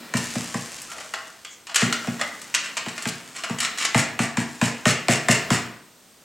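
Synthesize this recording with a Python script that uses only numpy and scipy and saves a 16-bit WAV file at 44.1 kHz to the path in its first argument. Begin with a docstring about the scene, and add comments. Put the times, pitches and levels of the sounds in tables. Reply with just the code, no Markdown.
"""A small, bare room; a vacuum cleaner's plastic bin is emptied into a lined trash can, just left of the mic.
First a hand slaps the bin, its low modes boom, and a big clump of dust and hair hisses into the liner.
Then, between more slaps, fingers squeak, the catch snaps and the open flap knocks and scrapes.
From about 4 s come eight hard slaps; each frees a puff of dust and rattles the loose parts.
The handling stops, leaving room air and a faint high whine."""
import sys
import numpy as np
from scipy import signal
from scipy.fft import rfft, irfft, next_fast_len
from scipy.io import wavfile

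SR = 44100
rng = np.random.default_rng(int(sys.argv[2]) if len(sys.argv) > 2 else 0)


def dump(signal):
    """Clip the signal to [-1, 1] and save it as 16-bit WAV at the path in sys.argv[1]."""
    limited = np.clip(np.atleast_2d(signal).T, -1, 1)
    pcm = np.round(limited * 32767).astype(np.int16)
    wavfile.write(sys.argv[1], SR, pcm)


N = 275184
TIME = np.arange(N) / SR
AGE = np.arange(int(.6 * SR)) / SR  # time since a blow, s
BRIEF = AGE[:SR // 6]  # the same, for short sounds

# hand blows on the bin: t/s, boom level/dB, smack level/dB
HAND_SLAPS = [(0.1383, -26, -28.5), (.354, -29.5, -35), (0.5421, -30.5, -33), (1.818, -24, -27.5),
              (2.0721, -28.5, -35.5), (2.8616, -38.5, -36), (3.055, -32, -32), (3.4964, -30.5, -35),
              (3.9457, -21.5, -22.5), (4.191, -25, -25.5), (4.3706, -25, -28), (4.6139, -22.5, -25),
              (4.855, -22, -22), (5.0834, -23, -22), (5.2849, -21.5, -21.5), (5.5038, -22, -24)]
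# the catch snapping over: t/s, level/dB, hardness (0 dull, 1 or more sharp), lead of first touch/s
CATCH_SNAPS = [(1.7574, -13, 1.25, 0.013), (2.5473, -11, 0.97, 0.0058), (3.6027, -18, 1.18, .0175),
               (3.7843, -19.5, 1, 0.0094)]
# knocks of the flap and other loose parts: t/s, level/dB, hardness
FLAP_KNOCKS = [(0.169, -27, 1.67), (.785, -35.5, .9), (0.8165, -43.5, 2.3), (0.9168, -27.5, .2),
               (0.9816, -26.5, 0.14), (1.0056, -26.5, .1), (1.1375, -16, 0.12), (1.448, -27.5, 0.68),
               (1.6689, -29.5, 0.71), (1.9254, -12.5, 0.71), (2.0456, -27, 0.019), (2.2126, -12, 0.14),
               (2.4157, -37, 1.72), (2.7685, -18.5, 0.54), (2.7764, -20.5, 0.67), (2.8838, -24.5, 0.93),
               (2.979, -20.5, 0.27), (3.0229, -33.5, 1.76), (3.0733, -29.5, 1.5), (3.0869, -27.5, 1.57),
               (3.3637, -29.5, 1.04), (3.4359, -19, 0.37), (3.4450, -21.5, 0.36), (3.648, -18, 0.91),
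               (3.8508, -13, 0.77)]
# plastic juddering on plastic: t/s, rise time/s, level/dB, hardness
PART_SCRAPES = [(1.681, 0.02, -35, 0.24), (1.756, 0.0066, -16, 0.98), (1.765, 0.036, -23.5, 0.69),
                (2.19, 0.01, -29.5, .15), (2.622, 0.029, -33, 0.67), (2.768, 0.0054, -24, 0.83),
                (2.978, 0.0087, -42, 0.34), (3.342, 0.033, -35, 0.67), (3.437, 0.0044, -28, 0.38),
                (3.6, 0.031, -25.5, 0.76), (3.79, 0.027, -25.5, 0.83), (3.838, 0.0092, -24, 0.81)]
# clumps of dust and hair sliding out: t/s, length/s, level/dB
DUST_SLIDES = [(0.145, 1.59, -34.5), (1.85, 3.9, -46), (2.93, 0.63, -45.5), (4.45, 1.3, -45.5)]
# fingers slipping on the plastic: t/s, half length/s, f/Hz, width/Hz, level/dB
FINGER_SLIPS = [(0.918, 0.029, 1340, 260, -42.5), (0.975, 0.03, 680, 280, -43.5),
                (1.476, 0.02, 3330, 256, -48), (1.525, .03, 6800, 1800, -45.5)]
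# soft low rustle under and between the blows: t/s, relative level/dB
RUSTLE_LEVELS = [(0.0, -34.5), (0.38, -44), (1.73, -57), (1.9, -34), (2.5, -43), (2.92, -40.5), (3.38, -45),
                 (3.6, -37.5), (3.89, -38.5), (4.6, -53), (5.42, -34), (5.9, -40)]
# low modes of the bin and the room around it: f/Hz, relative level/dB, t60/s
BOOM_MODES = [(88, -5, 0.47), (121, -1, 0.22), (131.6, -8, 0.095), (143.7, -4.5, 0.39), (179.8, -3.5, 0.27),
              (188, -12, 0.046), (206, -2.5, 0.12), (224.4, 0.5, 0.14), (234.4, -5.5, 0.42),
              (251, -13, 0.62), (284.8, -6, 0.41), (311, -13, 1), (463.4, -8.5, 0.69)]
# resonances of the bin's wall: f/Hz, width/Hz, weight/dB (compressed in shell)
SHELL_MODES = [(668, 96, -18), (1390, 100, -18), (1900, 230, 6), (2815, 136, -16), (3420, 24, -31),
               (4240, 280, 8), (5150, 150, -22), (5470, 240, -24), (7300, 500, 26), (8020, 590, -8)]
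# reverberation of the room: f/Hz, t60/s
ROOM_DECAY = [(150, 0.61), (500, 0.61), (2000, 0.59), (5000, 0.41), (9000, 0.35), (16000, 0.4)]

# spectra and filter curves, all: f/Hz, relative level/dB
PALM_COUPLING = [(30, -5), (62, -14.5), (80, -23.5), (110, 0.5), (240, 2.5), (330, -10.5), (480, -9.5),
                 (900, -44), (2000, -61)]  # share of the boom that a soft palm excites and the bin radiates
SMACK_SPECTRUM = [(150, -26), (330, -3.5), (450, -1.5), (530, -8), (660, 0.5), (850, -2), (1100, -4.5),
                  (1400, -6.5), (2500, -9.5), (6000, -74)]  # palm on the wall
CRACK_SPECTRUM = [(200, 0), (700, -7.5), (1200, 4), (2000, 10), (3000, 8), (4200, 1), (7700, 3),
                  (10000, -7), (16000, -21)]  # loose parts jolted by a slap
RATTLE_SPECTRUM = [(150, -15.5), (400, -2), (1000, -8.5), (1900, -0.5), (2800, -1), (3500, -9), (6000, -5),
                   (7900, -4), (10000, -12), (16000, -29.5)]  # loose parts bouncing afterwards
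CONTACT_SPECTRUM = [(100, -20), (400, -11), (700, -4.5), (1100, 4), (1900, 4.5), (2900, 5.5), (3600, -1),
                    (5500, -3), (7800, -3.5), (10000, -13), (16000, -33)]  # plastic on plastic
DULL_COLOUR = [(420, -2), (660, 11.5), (850, 3), (1100, 2), (2700, -6), (6500, -6), (13000, -14.5)]  # a contact of hardness 0
SHARP_COLOUR = [(420, 0), (660, -5.5), (850, -11), (1100, -2.5), (2700, -1), (6500, 3.5), (13000, 6)]  # a contact of hardness 1
DUST_SPECTRUM = [(500, -4), (2000, 2), (4000, -0.5), (7500, 4.5), (10000, -3.5), (16000, -21.5)]  # dust and grit landing in the liner
RUSTLE_SPECTRUM = [(90, -10), (230, 6.5), (330, -0.5), (650, -3.5), (1400, -3), (2200, -6), (4000, -9.5),
                   (9000, -16.5)]  # the soft low rustle
WALL_RETURN = [(5000, 0.5), (8500, -3.5), (11000, -8.5), (15000, -45)]  # share that the room's walls send back
AIR_SPECTRUM = [(25, 12), (55, -7), (120, 0.5), (250, 4), (600, 0), (2000, -5), (7000, -5), (10000, -11),
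                (16000, -12.5)]  # room tone
TICK_SPECTRUM = [(3000, -15), (10000, 5), (16000, -21)]  # first instant of a contact
BASS_LOSS = [(40, -10), (130, -1)]  # a small, light wall radiates little bass


def slaps(full_smack_db=-21.5, full_crack_db=-21.5, full_rattle_db=-20.5):
    """The palm smacks the wall, the low modes boom, the loose parts crack and, after hard blows, rattle."""
    booms, blows = np.zeros(N), np.zeros(N)
    for start, boom_db, smack_db in HAND_SLAPS:
        force_db = smack_db - full_smack_db  # 0 for a full blow
        add(booms, start, amp(boom_db) * held(boom(force_db), 0.088))
        smack = shell(impact(.018, .07, ring_db=-9), SMACK_SPECTRUM)
        smack = bent(smack, lag=.007, corner_hz=480)
        crack = shell(impact(0.0072, 0.24, ring_db=-18.5), CRACK_SPECTRUM)
        rattle = chatter(rise=0.032, rate=600, spectrum=RATTLE_SPECTRUM)
        add(blows, start, amp(smack_db) * held(smack, 0.026))
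        add(blows, start, amp(full_crack_db + 1.11 * force_db) * held(crack, 0.019))
        add(blows, start, amp(full_rattle_db + 2.18 * force_db) * held(rattle, 0.05))
    return booms, blows


def boom(force_db):
    """The low modes ring under the palm, in a slightly different balance each time."""
    modes = sum(amp(db + rng.normal(0, 1)) * fade(t60) * np.cos(2 * np.pi * hz * AGE)
                for hz, db, t60 in BOOM_MODES)
    depth = [(125, 2.5 + 0.39 * force_db), (200, 0)]  # sharper blows also shake the deepest modes
    thud = coloured(modes, lambda hz: along(PALM_COUPLING, hz) + along(depth, hz))
    return bent(thud, lag=0.01337, corner_hz=600)


def catch_and_flap(touch_db=-5.5, touch_softer=0.17):
    """The catch touches lightly and snaps, the flap knocks against the bin, sliding parts judder."""
    out = np.zeros(N)
    for start, db, hardness, lead in CATCH_SNAPS:
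        add(out, start - lead, amp(db + touch_db) * contact(hardness - touch_softer))
        add(out, start, amp(db) * contact(hardness))
    for start, db, hardness in FLAP_KNOCKS:
        add(out, start, amp(db) * contact(hardness))
    for start, rise, db, hardness in PART_SCRAPES:
        judder = chatter(rise, rate=1000, spectrum=CONTACT_SPECTRUM)
        add(out, start, amp(db) * held(hardened(judder, hardness), rise))
    return out


def contact(hardness):
    """Plastic strikes plastic and rings briefly; the highest treble is only in the first instant."""
    ring = shell(impact(0.0079, 0.059, ring_db=6.5), CONTACT_SPECTRUM)
    tick = coloured(impact(0.0085, .04, ring_db=-30), lambda hz: along(TICK_SPECTRUM, hz))
    return hardened(held(ring, 0.0028), hardness) + amp(-19.5) * held(tick, 0.002)


def impact(crack_t60, ring_t60, ring_db, attack_s=0.00053):
    """A very short crack, then the dense ringing of the plastic."""
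    envelope = fade(crack_t60, BRIEF) + amp(ring_db) * fade(ring_t60, BRIEF)
    return rng.standard_normal(len(BRIEF)) * envelope * (1 - np.exp(-BRIEF / attack_s))


def chatter(rise, rate, spectrum, contact_t60=0.01, steepness=1.44):
    """Loose parts bounce in a flurry that swells and dies; each contact rings for an instant."""
    progress = (BRIEF / rise) ** steepness
    bounces = grains(len(BRIEF), rate, spread_db=0) * progress * np.exp(-progress)
    power = signal.lfilter([1], [1, -fade(contact_t60, 1 / SR) ** 2], bounces ** 2)
    return shell(np.sqrt(power) * rng.standard_normal(len(BRIEF)), spectrum)


def hardened(x, hardness):
    """A soft contact sounds hollow, a hard one thin and bright."""
    softness = 1 - hardness
    return coloured(x, lambda hz: softness * along(DULL_COLOUR, hz) + hardness * along(SHARP_COLOUR, hz))


def shell(x, spectrum, limit_db=4):
    """The bin's wall radiates a broad colour, its resonances standing out by up to limit_db."""
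    def gain_db(hz):
        peaks = sum(amp(weight / 4) * resonance(hz, centre, width) for centre, width, weight in SHELL_MODES)
        return along(spectrum, hz) + along(BASS_LOSS, hz) + limit_db * np.tanh(6 * peaks / limit_db)
    return coloured(x, gain_db)


def bent(x, lag, corner_hz):
    """Bending waves are slower at low pitch, so the thud arrives up to lag seconds after the crack."""
    return filtered(x, lambda hz: np.exp(-2j * np.pi * lag * corner_hz * np.arctan(hz / corner_hz)))


def dust(grit_db=3, puff_s=0.3, puff_db=-32.5):
    """Dust hisses into the liner with grit ticking in it: whole clumps, and a puff after each slap."""
    puffs = [(start, puff_s, smack_db + puff_db) for start, _, smack_db in HAND_SLAPS]
    power = sum((amp(db) * slide(start, length)) ** 2 for start, length, db in list(DUST_SLIDES) + puffs)
    hiss = unit(rng.standard_normal(N))
    grit = amp(grit_db) * unit(grains(N, rate=380, spread_db=5))
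    return np.sqrt(power) * unit(coloured(hiss + grit, lambda hz: along(DUST_SPECTRUM, hz)))


def slide(start, length, attack_s=0.013, taper=1.57):
    """Flow of one lot of dust: a quick start, then it runs dry."""
    age = np.maximum(TIME - start, 0)
    return (1 - np.exp(-age / attack_s)) * np.maximum(1 - age / length, 0) ** taper


def rustle(trim_db=-8):
    """Soft low rustle under and between the blows: lingering ring and handling noise."""
    level_db = np.interp(TIME, *np.transpose(RUSTLE_LEVELS)) + trim_db
    texture = grains(N, rate=3000, spread_db=0)
    return amp(level_db) * unit(shell(texture, RUSTLE_SPECTRUM))


def squeaks():
    """Fingers slip on the plastic in brief, thin squeals that swell and fade."""
    out = np.zeros(N)
    middle = AGE[-1] / 2
    for peak_time, half_length, centre, width, db in FINGER_SLIPS:
        tone = filtered(rng.standard_normal(len(AGE)), lambda hz: resonance(hz, centre, width))
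        swell = np.exp(-((AGE - middle) / half_length) ** 2)
        add(out, peak_time - middle, amp(db) * held(tone * swell, half_length))
    return out


def room(x, wet_db, side_db, stretches=14):
    """The walls answer almost alike on both channels; a fresh random tail per stretch keeps it smooth."""
    mid, side = np.zeros(N), np.zeros(N)
    for span in np.array_split(np.arange(N), stretches):
        for track, tail in zip((mid, side), room_tail()):
            add(track, span[0] / SR, signal.fftconvolve(x[span], tail))
    pair = np.array([mid + amp(side_db) * side, mid - amp(side_db) * side])
    return filtered(pair, lambda hz: amp(wet_db + along(WALL_RETURN, hz)))


def room_tail(build_s=0.00067):
    """Mid and side reverberation, each frequency dying at its own speed."""
    hz, t, bands = signal.stft(rng.standard_normal((2, len(AGE))), SR, nperseg=256)
    bands = bands * fade(along(ROOM_DECAY, hz)[:, None], t)
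    tails = signal.istft(bands, SR, nperseg=256)[1][:, :len(AGE)]
    tails = tails * (1 - np.exp(-AGE / build_s))
    return tails / np.linalg.norm(tails[0])


def room_tone(air_db=-53, whine_db=-64.5, whine_hz=8380):
    """Quiet room air and a faint, wavering high whine."""
    mid, side = [unit(coloured(rng.standard_normal(N), lambda hz: along(AIR_SPECTRUM, hz)))
                 for _ in range(2)]
    air = np.array([mid + amp(-12.5) * side, mid - amp(-10) * side])
    whine = unit(filtered(rng.standard_normal(N), lambda hz: resonance(hz, whine_hz, width=70)))
    return amp(air_db) * air + amp(whine_db) * whine


def amp(db):
    """Decibels to gain."""
    return 10 ** (np.asarray(db) / 20)


def unit(x):
    """Scale to rms 1."""
    return x / np.sqrt(np.mean(x ** 2) + 1e-20)


def held(x, seconds):
    """Scale a blow to the energy of rms 1 held for so long."""
    return x / np.sqrt(np.sum(x ** 2) / (seconds * SR) + 1e-20)


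def fade(t60, t=AGE):
    """Exponential decay, 60 dB in t60 seconds."""
    return np.exp(-np.log(1000) * t / t60)


def resonance(hz, centre, width):
    """A peak of height 1, width Hz wide at half height."""
    return 1 / (1 + (2 * (hz - centre) / width) ** 2)


def along(points, hz):
    """Read a curve of (f/Hz, value) points on a log frequency axis."""
    freqs, values = np.transpose(points)
    return np.interp(np.log(hz + 1), np.log(freqs), values)


def filtered(x, response):
    """Filter by a complex response of frequency."""
    size = next_fast_len(x.shape[-1] + 8192, True)
    spectrum = rfft(x, size) * response(np.fft.rfftfreq(size, 1 / SR))
    return irfft(spectrum, size)[..., :x.shape[-1]]


def coloured(x, gain_db, size=4096):
    """Causal (minimum-phase) filter from a dB function of frequency."""
    gain = amp(gain_db(np.fft.rfftfreq(size, 1 / SR)))
    cepstrum = irfft(np.log(gain))
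    cepstrum[1:size // 2] *= 2
    cepstrum[size // 2 + 1:] = 0
    impulse = irfft(np.exp(rfft(cepstrum)))
    return signal.fftconvolve(x, impulse)[:len(x)]


def grains(count, rate, spread_db):
    """Random tiny impacts, rate a second, their levels scattered by spread_db."""
    hits = rng.random(count) < rate / SR
    return hits * rng.choice([-1, 1], count) * amp(spread_db * rng.standard_normal(count))


def add(track, seconds, sound):
    """Mix a sound in at the given time."""
    start = max(round(seconds * SR), 0)
    track[start:start + len(sound)] += sound[:N - start]


def scene():
    """The bin stands a little left of the microphone; the handling stops after the last slap."""
    booms, blows = slaps()
    handling = (dust() + rustle()) * np.interp(TIME, [5.6, 5.85], [1, 0])
    bin_sound = blows + catch_and_flap() + squeaks() + handling
    reverb = room(bin_sound, wet_db=-1.5, side_db=-13) + room(booms, wet_db=-14, side_db=-11.5)
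    pan = amp([[.3], [-.3]])
    return (bin_sound + booms + reverb) * pan + room_tone()


def record(dry):
    """The stereo microphone drops the deepest bass and keeps nothing above its band limit."""
    low_hz, top_hz = 48, 16300
    low_cut = signal.butter(3, low_hz, "high", fs=SR, output="sos")
    return filtered(signal.sosfilt(low_cut, dry), lambda hz: hz < top_hz)


dry = scene()
out = record(dry)
dump(out)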